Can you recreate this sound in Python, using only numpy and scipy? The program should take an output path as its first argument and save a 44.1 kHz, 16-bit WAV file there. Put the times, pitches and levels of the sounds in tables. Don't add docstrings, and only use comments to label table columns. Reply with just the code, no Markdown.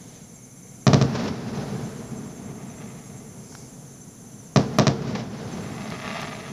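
import sys
import numpy as np
from scipy import signal
from scipy.fft import rfft, irfft, next_fast_len
from scipy.io import wavfile
from scipy.ndimage import uniform_filter1d, minimum_filter1d, map_coordinates

SR = 44100
rng = np.random.default_rng(int(sys.argv[2]) if len(sys.argv) > 2 else 0)


def master_out(mix):
    frames = np.transpose(np.atleast_2d(mix))
    ceiling = np.clip(frames, -1, 1)
    pcm = np.round(ceiling * 32767).astype(np.int16)
    wavfile.write(sys.argv[1], SR, pcm)


N = 287796
TIME = np.arange(N) / SR

# (stroke rate [1/s], start [Hz], fall [Hz], duty [ratio], level [dB], echo gain [ratio])
CRICKET_SONGS = [(14.8, 6650, 820, 0.55, -57, 1.15), (14, 6450, 540, 0.59, -62, 0.66),
                 (9.5, 7500, 140, 0.49, -62, 3.1)]
# (frequency [Hz], level [dB])
WING_SPECTRUM = [(8400, -18), (9000, -4.5), (9600, -2.5), (10300, -2.5), (11000, -6.5), (12600, -16)]
# (frequency [Hz], level [dB])
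CHORUS_SPECTRUM = [(3000, -46), (5000, -32), (5700, -2.5), (6200, -5.5), (6900, -2), (7450, 1.5),
                   (8200, -20.5), (9200, -8), (10300, -6.5), (11500, -14), (13000, -17), (15000, -19)]
# (frequency [Hz], level [dB])
TOWN_SPECTRUM = [(15, -46), (25, -14), (71, -18), (126, 0), (210, -5.5), (240, -3), (327, -16), (477, -13),
                 (545, -19.5), (680, -19), (1010, -25), (1210, -27), (2200, -31), (2570, -33.5),
                 (5000, -33.5), (6500, -24), (11000, -120)]
# (frequency [Hz], level [dB])
WHINE_SPECTRUM = [(1700, -40), (2050, -15), (2170, -6), (2320, -13), (2800, -39)]
# (time [s], level [dB], spread [s], centre [Hz], width [octaves])
HISS_SWELLS = [(.14, -59, 0.09, 3600, 0.73), (3.56, -52, 0.085, 5800, .3)]
# (time [s], blast [dB], crack re blast [dB], push length [s], overload re blast [dB], street [dB])
BURSTS = [(0.8678, 6.5, 0.5, 0.0018, -47, 7), (0.9327, 7, 1.5, 0.0017, -44, 8),
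          (1.0133, 2, 1, 0.0023, -48, 1), (4.5606, 6.5, -1, 0.0011, -30, 3.5),
          (4.786, 15, -1.5, 0.00069, -15.5, 4.5), (4.8689, 7.5, 5.5, 0.0016, -34, 7.5)]
# (frequency [Hz], level [dB])
CRACK_SPECTRUM = [(200, 3.5), (800, 11.5), (1250, -0.5), (1850, 5.5), (2900, -2.5), (4000, 2), (4800, -0.5),
                  (5900, 3), (6600, -7.5), (8000, -20.5), (12000, -51), (16000, -64)]
# (frequency [Hz], level [dB])
OVERLOAD_SPECTRUM = [(2000, -9), (6000, -11), (8000, -9), (10000, -1), (12000, -6), (15000, -11)]
# (delay [s], gain [dB], low cut [Hz])
HARD_FACES = [(0, 0.5, 150), (.0017, 2.5, 200), (.005, -4.5, 1000), (0.0112, 5, 2200)]
# (delay [s], gain [dB], high cut [Hz])
PORCH_WALLS = [(.0045, 0.5, 154), (.0059, 1.5, 152), (0.0137, 4, 156), (0.0191, -2, 172), (0.026, -7, 525),
               (.033, 1.5, 325), (.043, -2.5, 150)]
# (centre [Hz], width [Hz], gain [dB])
PORCH_MODES = [(132.7, 12.4, 19), (198.6, 41.5, 12.5), (243, 8.4, 21.5), (430.2, 13, 12.5),
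               (458, 4.6, 17.5), (624, 51, 13), (679, 4.95, 23.5), (1140, 16.3, 17.5), (1221, 30, 15.5)]
# (frequency [Hz], level [dB])
SCATTER_SPECTRUM = [(80, -26), (200, -2.5), (450, 3.5), (700, -1), (1300, -10), (2500, -17.5), (5800, -18),
                    (7000, -27), (9000, -45.5), (16000, -85)]
# (frequency [Hz], T60 [s])
PORCH_DECAY = [(100, 0.46), (500, 0.35), (2000, 0.25), (6000, 0.32), (12000, 0.21)]
# (frequency [Hz], level [dB])
RUMBLE_SPECTRUM = [(25, -37), (60, -16.5), (100, -8), (135, 0.5), (170, -3), (215, 0), (330, -14),
                   (440, -9), (540, -26), (640, -16), (900, -24.5), (1500, -30.5), (4000, -56)]
# (frequency [Hz], level [dB])
WASH_SPECTRUM = [(150, -24), (450, 8), (700, 2), (1200, -2.5), (1600, -4), (2300, -7), (3000, -10),
                 (5600, -9.5), (7000, -18.5), (9000, -50), (16000, -60)]
# (delay [s], spread [s], rumble gain [dB], wash gain [dB])
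BUILDINGS = [(.31, 0.037, 5.5, 11), (.74, 0.16, 2, 2), (1.8, 0.29, 3, -2)]
# (time [s], level [dB], spread [s])
HOUSE_SLAPS = [(1.147, -14, 0.0075), (1.277, -13.5, 0.0046), (1.571, -27, 0.0042), (5.018, -18.5, 0.0039),
               (5.073, -21, 0.004), (5.149, -10, 0.0052)]
# (peak time [s], level [dB], rise [dB/s], fall [dB/s])
STAR_CLOUDS = [(2.87, -52.5, 13, 26), (6.17, -33, 29.5, 33.5)]
# (frequency [Hz], level [dB])
PATTER_SPECTRUM = [(290, -50), (500, -7), (660, -4), (793, -4.5), (984, -8.5), (1150, -4.5), (1580, -10.5),
                   (1840, -5), (2300, -7.5), (5800, -21), (7540, -66), (12800, -120)]
# (time [s], level [dB])
DRY_POPS = [(3.524, -45), (3.5511, -37.5), (5.903, -33.5), (6.205, -33), (6.216, -29.5)]
# (frequency [Hz], level [dB])
POP_SPECTRUM = [(300, -15), (700, 1), (1400, 4), (2500, -11), (3700, -5), (6000, -3.5), (7500, -15),
                (14000, -21)]


def amp(db):
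    return 10 ** (np.asarray(db) / 20)


def unit(x):
    return x / np.sqrt(np.mean(x ** 2) + 1e-20)


def along(points, hz):
    knots_hz, values = np.transpose(points)
    return np.interp(np.log(hz + 1), np.log(knots_hz + 1), values)


def wobble(knots_per_s):
    return map_coordinates(rng.standard_normal(int(N * knots_per_s / SR) + 4), [TIME * knots_per_s])


def filtered(x, response):
    size = next_fast_len(len(x) + SR // 2)
    return irfft(rfft(x, size) * response(np.fft.rfftfreq(size, 1 / SR)), size)[:len(x)]


def coloured(x, spectrum):
    return unit(filtered(x, lambda hz: amp(along(spectrum, hz))))


def noise(spectrum, size=N):
    return coloured(rng.standard_normal(size), spectrum)


def blurred(x, t60_s=0.12):
    t = np.arange(SR // 4) / SR
    return signal.fftconvolve(x, rng.standard_normal(len(t)) * amp(-60 * t / t60_s))[:N]


def add(track, time_s, sound):
    start = max(round(time_s * SR), 0)
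    track[start:start + len(sound)] += sound[:len(track) - start]


def cricket(strokes_per_s, start_hz, fall_hz, duty, db, echo_gain):
    strokes = np.cumsum(strokes_per_s * (1 + .07 * wobble(5))) / SR
    detune, effort = rng.standard_normal((256, 2))[strokes.astype(int)].T
    progress = np.minimum(strokes % 1 / duty, 1)
    pitch_hz = start_hz + 70 * detune - fall_hz * progress + 35 * wobble(300)
    envelope = np.sin(np.pi * progress) * amp(2 * effort)
    song = envelope * np.sin(2 * np.pi * np.cumsum(pitch_hz) / SR)
    return amp(db) * unit(unit(song) + echo_gain * unit(blurred(song)))


def katydid(strike_hz=196.2, level_db=-59.5, jitter_hz=0.49, blur_rad=0.84):
    phase = 2 * np.pi * np.cumsum(strike_hz + 0.25 * wobble(3) + jitter_hz * wobble(400)) / SR
    buzz = sum(amp(along(WING_SPECTRUM, k * strike_hz)) * np.sin(k * phase + rng.normal(0, blur_rad))
               for k in range(44, 64))
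    return amp(level_db + 0.82 * wobble(2.03)) * unit(buzz)


def night(chorus_db=-55.0, town_db=-45):
    near = sum(cricket(*song) for song in CRICKET_SONGS) + katydid()
    chorus_sway_db, town_sway_db = .6 * wobble(3), .8 * wobble(4)
    chorus = amp(chorus_db + chorus_sway_db) * noise(CHORUS_SPECTRUM)
    town = amp(town_db + town_sway_db) * noise(TOWN_SPECTRUM)
    return near + chorus + town


def whine(level_db=-67, stop_s=3.75, fade_s=0.065):
    running = np.clip((stop_s - TIME) / fade_s, 0, 1)
    return running * amp(level_db) * noise(WHINE_SPECTRUM)


def hisses():
    out = np.zeros(N)
    for time_s, db, spread_s, centre_hz, octaves in HISS_SWELLS:
        band = filtered(rng.standard_normal(N),
                        lambda hz: np.exp(-.5 * (np.log2((hz + 1) / centre_hz) / octaves) ** 2))
        out += amp(db) * np.exp(-.5 * ((TIME - time_s) / spread_s) ** 2) * unit(band)
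    return out


def click(spectrum, size=1024):
    cepstrum = irfft(np.log(amp(along(spectrum, np.fft.rfftfreq(size, 1 / SR)))))
    cepstrum[1:size // 2] *= 2
    cepstrum[size // 2 + 1:] = 0
    pulse = irfft(np.exp(rfft(cepstrum)))
    return pulse / np.abs(pulse).max()


def walls(hz, shadow_hz=600):
    returns = sum(amp(db) * np.exp(-2j * np.pi * hz * delay_s) / (1 + 1j * hz / cut_hz)
                  for delay_s, db, cut_hz in PORCH_WALLS)
    return 1 + returns / np.sqrt(1 + (hz / shadow_hz) ** 4)


def porch(hz):
    return 1 + sum(amp(db) * 1j * hz * width_hz / (centre_hz ** 2 - hz ** 2 + 1j * hz * width_hz)
                   for centre_hz, width_hz, db in PORCH_MODES)


def scatter(rise_s=0.001, spread_db=5.684):
    size = SR // 2
    reflections = rng.standard_normal(size) * amp(spread_db * rng.standard_normal(size))
    hz, t, bands = signal.stft(coloured(reflections, SCATTER_SPECTRUM), SR, nperseg=256)
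    decay = amp(-60 * t / along(PORCH_DECAY, hz)[:, None])
    tail = signal.istft(bands * decay, SR)[1][:size]
    return tail * (1 - np.exp(-np.arange(size) / SR / rise_s))


def bangs(push_db=-9, crack_db=-8, scatter_db=-23.0, fresh_gain=0.49, low_cut_hz=90):
    out, t = np.zeros(N), np.arange(SR // 2) / SR
    front, shared_tail = np.zeros(len(t)), scatter()
    air_lowpass = signal.butter(6, 5000, fs=SR, output="sos")
    for delay_s, db, cut_hz in HARD_FACES:
        reflection = filtered(click(CRACK_SPECTRUM), lambda hz: 1j * hz / (1j * hz + cut_hz))
        add(front, delay_s, amp(db) * reflection)
    for time_s, db, sharp_db, length_s, overload_db, _ in BURSTS:
        push = (1 - t / length_s) * np.exp(-t / length_s)
        boom = filtered(push, lambda hz: walls(hz) * porch(hz) * (1j * hz / (1j * hz + low_cut_hz)) ** 2)
        boom = amp(push_db) * signal.sosfilt(air_lowpass, boom)
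        crack = amp(crack_db + sharp_db) * front
        tail = shared_tail + fresh_gain * scatter()
        add(out, time_s, amp(db) * (boom + crack + amp(scatter_db + sharp_db / 2) * tail))
        add(out, time_s, amp(db + overload_db) * click(OVERLOAD_SPECTRUM))
    return out


def echo_db(age_s, start_db, half_s, loss_db_per_s):
    return start_db - 20 * np.log10(1 + age_s / half_s) - loss_db_per_s * age_s


def roll(rise_s=0.032, rumble_lumps_db=1.58, wash_lumps_db=1.25):
    t = TIME[::64]
    power = np.zeros((2, len(t)))
    for time_s, *_, street_db in BURSTS:
        age_s = np.maximum(t - time_s, 0)
        db = np.array([echo_db(age_s, start_db=-24.3, half_s=.15, loss_db_per_s=3.5),
                       echo_db(age_s, start_db=-40, half_s=0.81, loss_db_per_s=11.5)])
        for delay_s, spread_s, rumble_db, wash_db in BUILDINGS:
            db += np.outer([rumble_db, wash_db], np.exp(-.5 * ((age_s - delay_s) / spread_s) ** 2))
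        power += (amp(street_db + db) * (1 - np.exp(-age_s / rise_s))) ** 2
    rumble_gain, wash_gain = (np.interp(TIME, t, np.sqrt(row)) for row in power)
    rumble = rumble_gain * amp(rumble_lumps_db * wobble(18)) * noise(RUMBLE_SPECTRUM)
    wash = wash_gain * amp(wash_lumps_db * wobble(45)) * noise(WASH_SPECTRUM)
    return rumble + wash


def slaps():
    out, t = np.zeros(N), np.arange(SR // 8) / SR
    for time_s, db, spread_s in HOUSE_SLAPS:
        envelope = t / spread_s * np.exp(-t / spread_s)
        add(out, time_s, amp(db) * envelope * noise(WASH_SPECTRUM, len(t)))
    return out


def stars(snaps_per_s=900, size_spread_db=4.5, blur_gain=0.32, wash_db=-9):
    envelope = sum(amp(db - np.maximum(rise * (peak_s - TIME), fall * (TIME - peak_s)))
                   for peak_s, db, rise, fall in STAR_CLOUDS)
    snaps = (rng.random(N) < snaps_per_s / SR) * amp(size_spread_db * rng.standard_normal(N))
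    blur = blurred(snaps)
    ringing = filtered(unit(snaps) + blur_gain * unit(blur), lambda hz: porch(hz) ** 0.32)
    return envelope * (coloured(ringing, PATTER_SPECTRUM) + amp(wash_db) * coloured(blur, WASH_SPECTRUM))


def pops(t60_s=0.024):
    out, t = np.zeros(N), np.arange(SR // 8) / SR
    for time_s, db in DRY_POPS:
        add(out, time_s, amp(db - 60 * t / t60_s) * noise(POP_SPECTRUM, len(t)))
    return out


def scene():
    return (bangs() + slaps() + roll() + stars() + pops() + night() + whine() + hisses())[None]


def record(dry, bang_ceiling=0.61, hold_s=0.29, release_s=0.4, peak_ceiling=.68, top_hz=15100):
    x = dry[0]
    bang_level = np.abs(uniform_filter1d(x, size=20))
    needed = np.minimum(1, bang_ceiling / (bang_level + 1e-9))
    hold_n, release_n = int(hold_s * SR), int(release_s * SR)
    held = minimum_filter1d(needed, hold_n, origin=(hold_n - 1) // 2)
    released = np.exp(uniform_filter1d(np.log(held), release_n, origin=(release_n - 1) // 2))
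    ducked = x * uniform_filter1d(np.minimum(held, released), size=24)
    peak_gain = minimum_filter1d(np.minimum(1, peak_ceiling / (np.abs(ducked) + 1e-9)), size=25)
    limited = ducked * uniform_filter1d(peak_gain, size=25)
    return filtered(limited, lambda hz: hz < top_hz)[None]


dry = scene()
out = record(dry)
master_out(out)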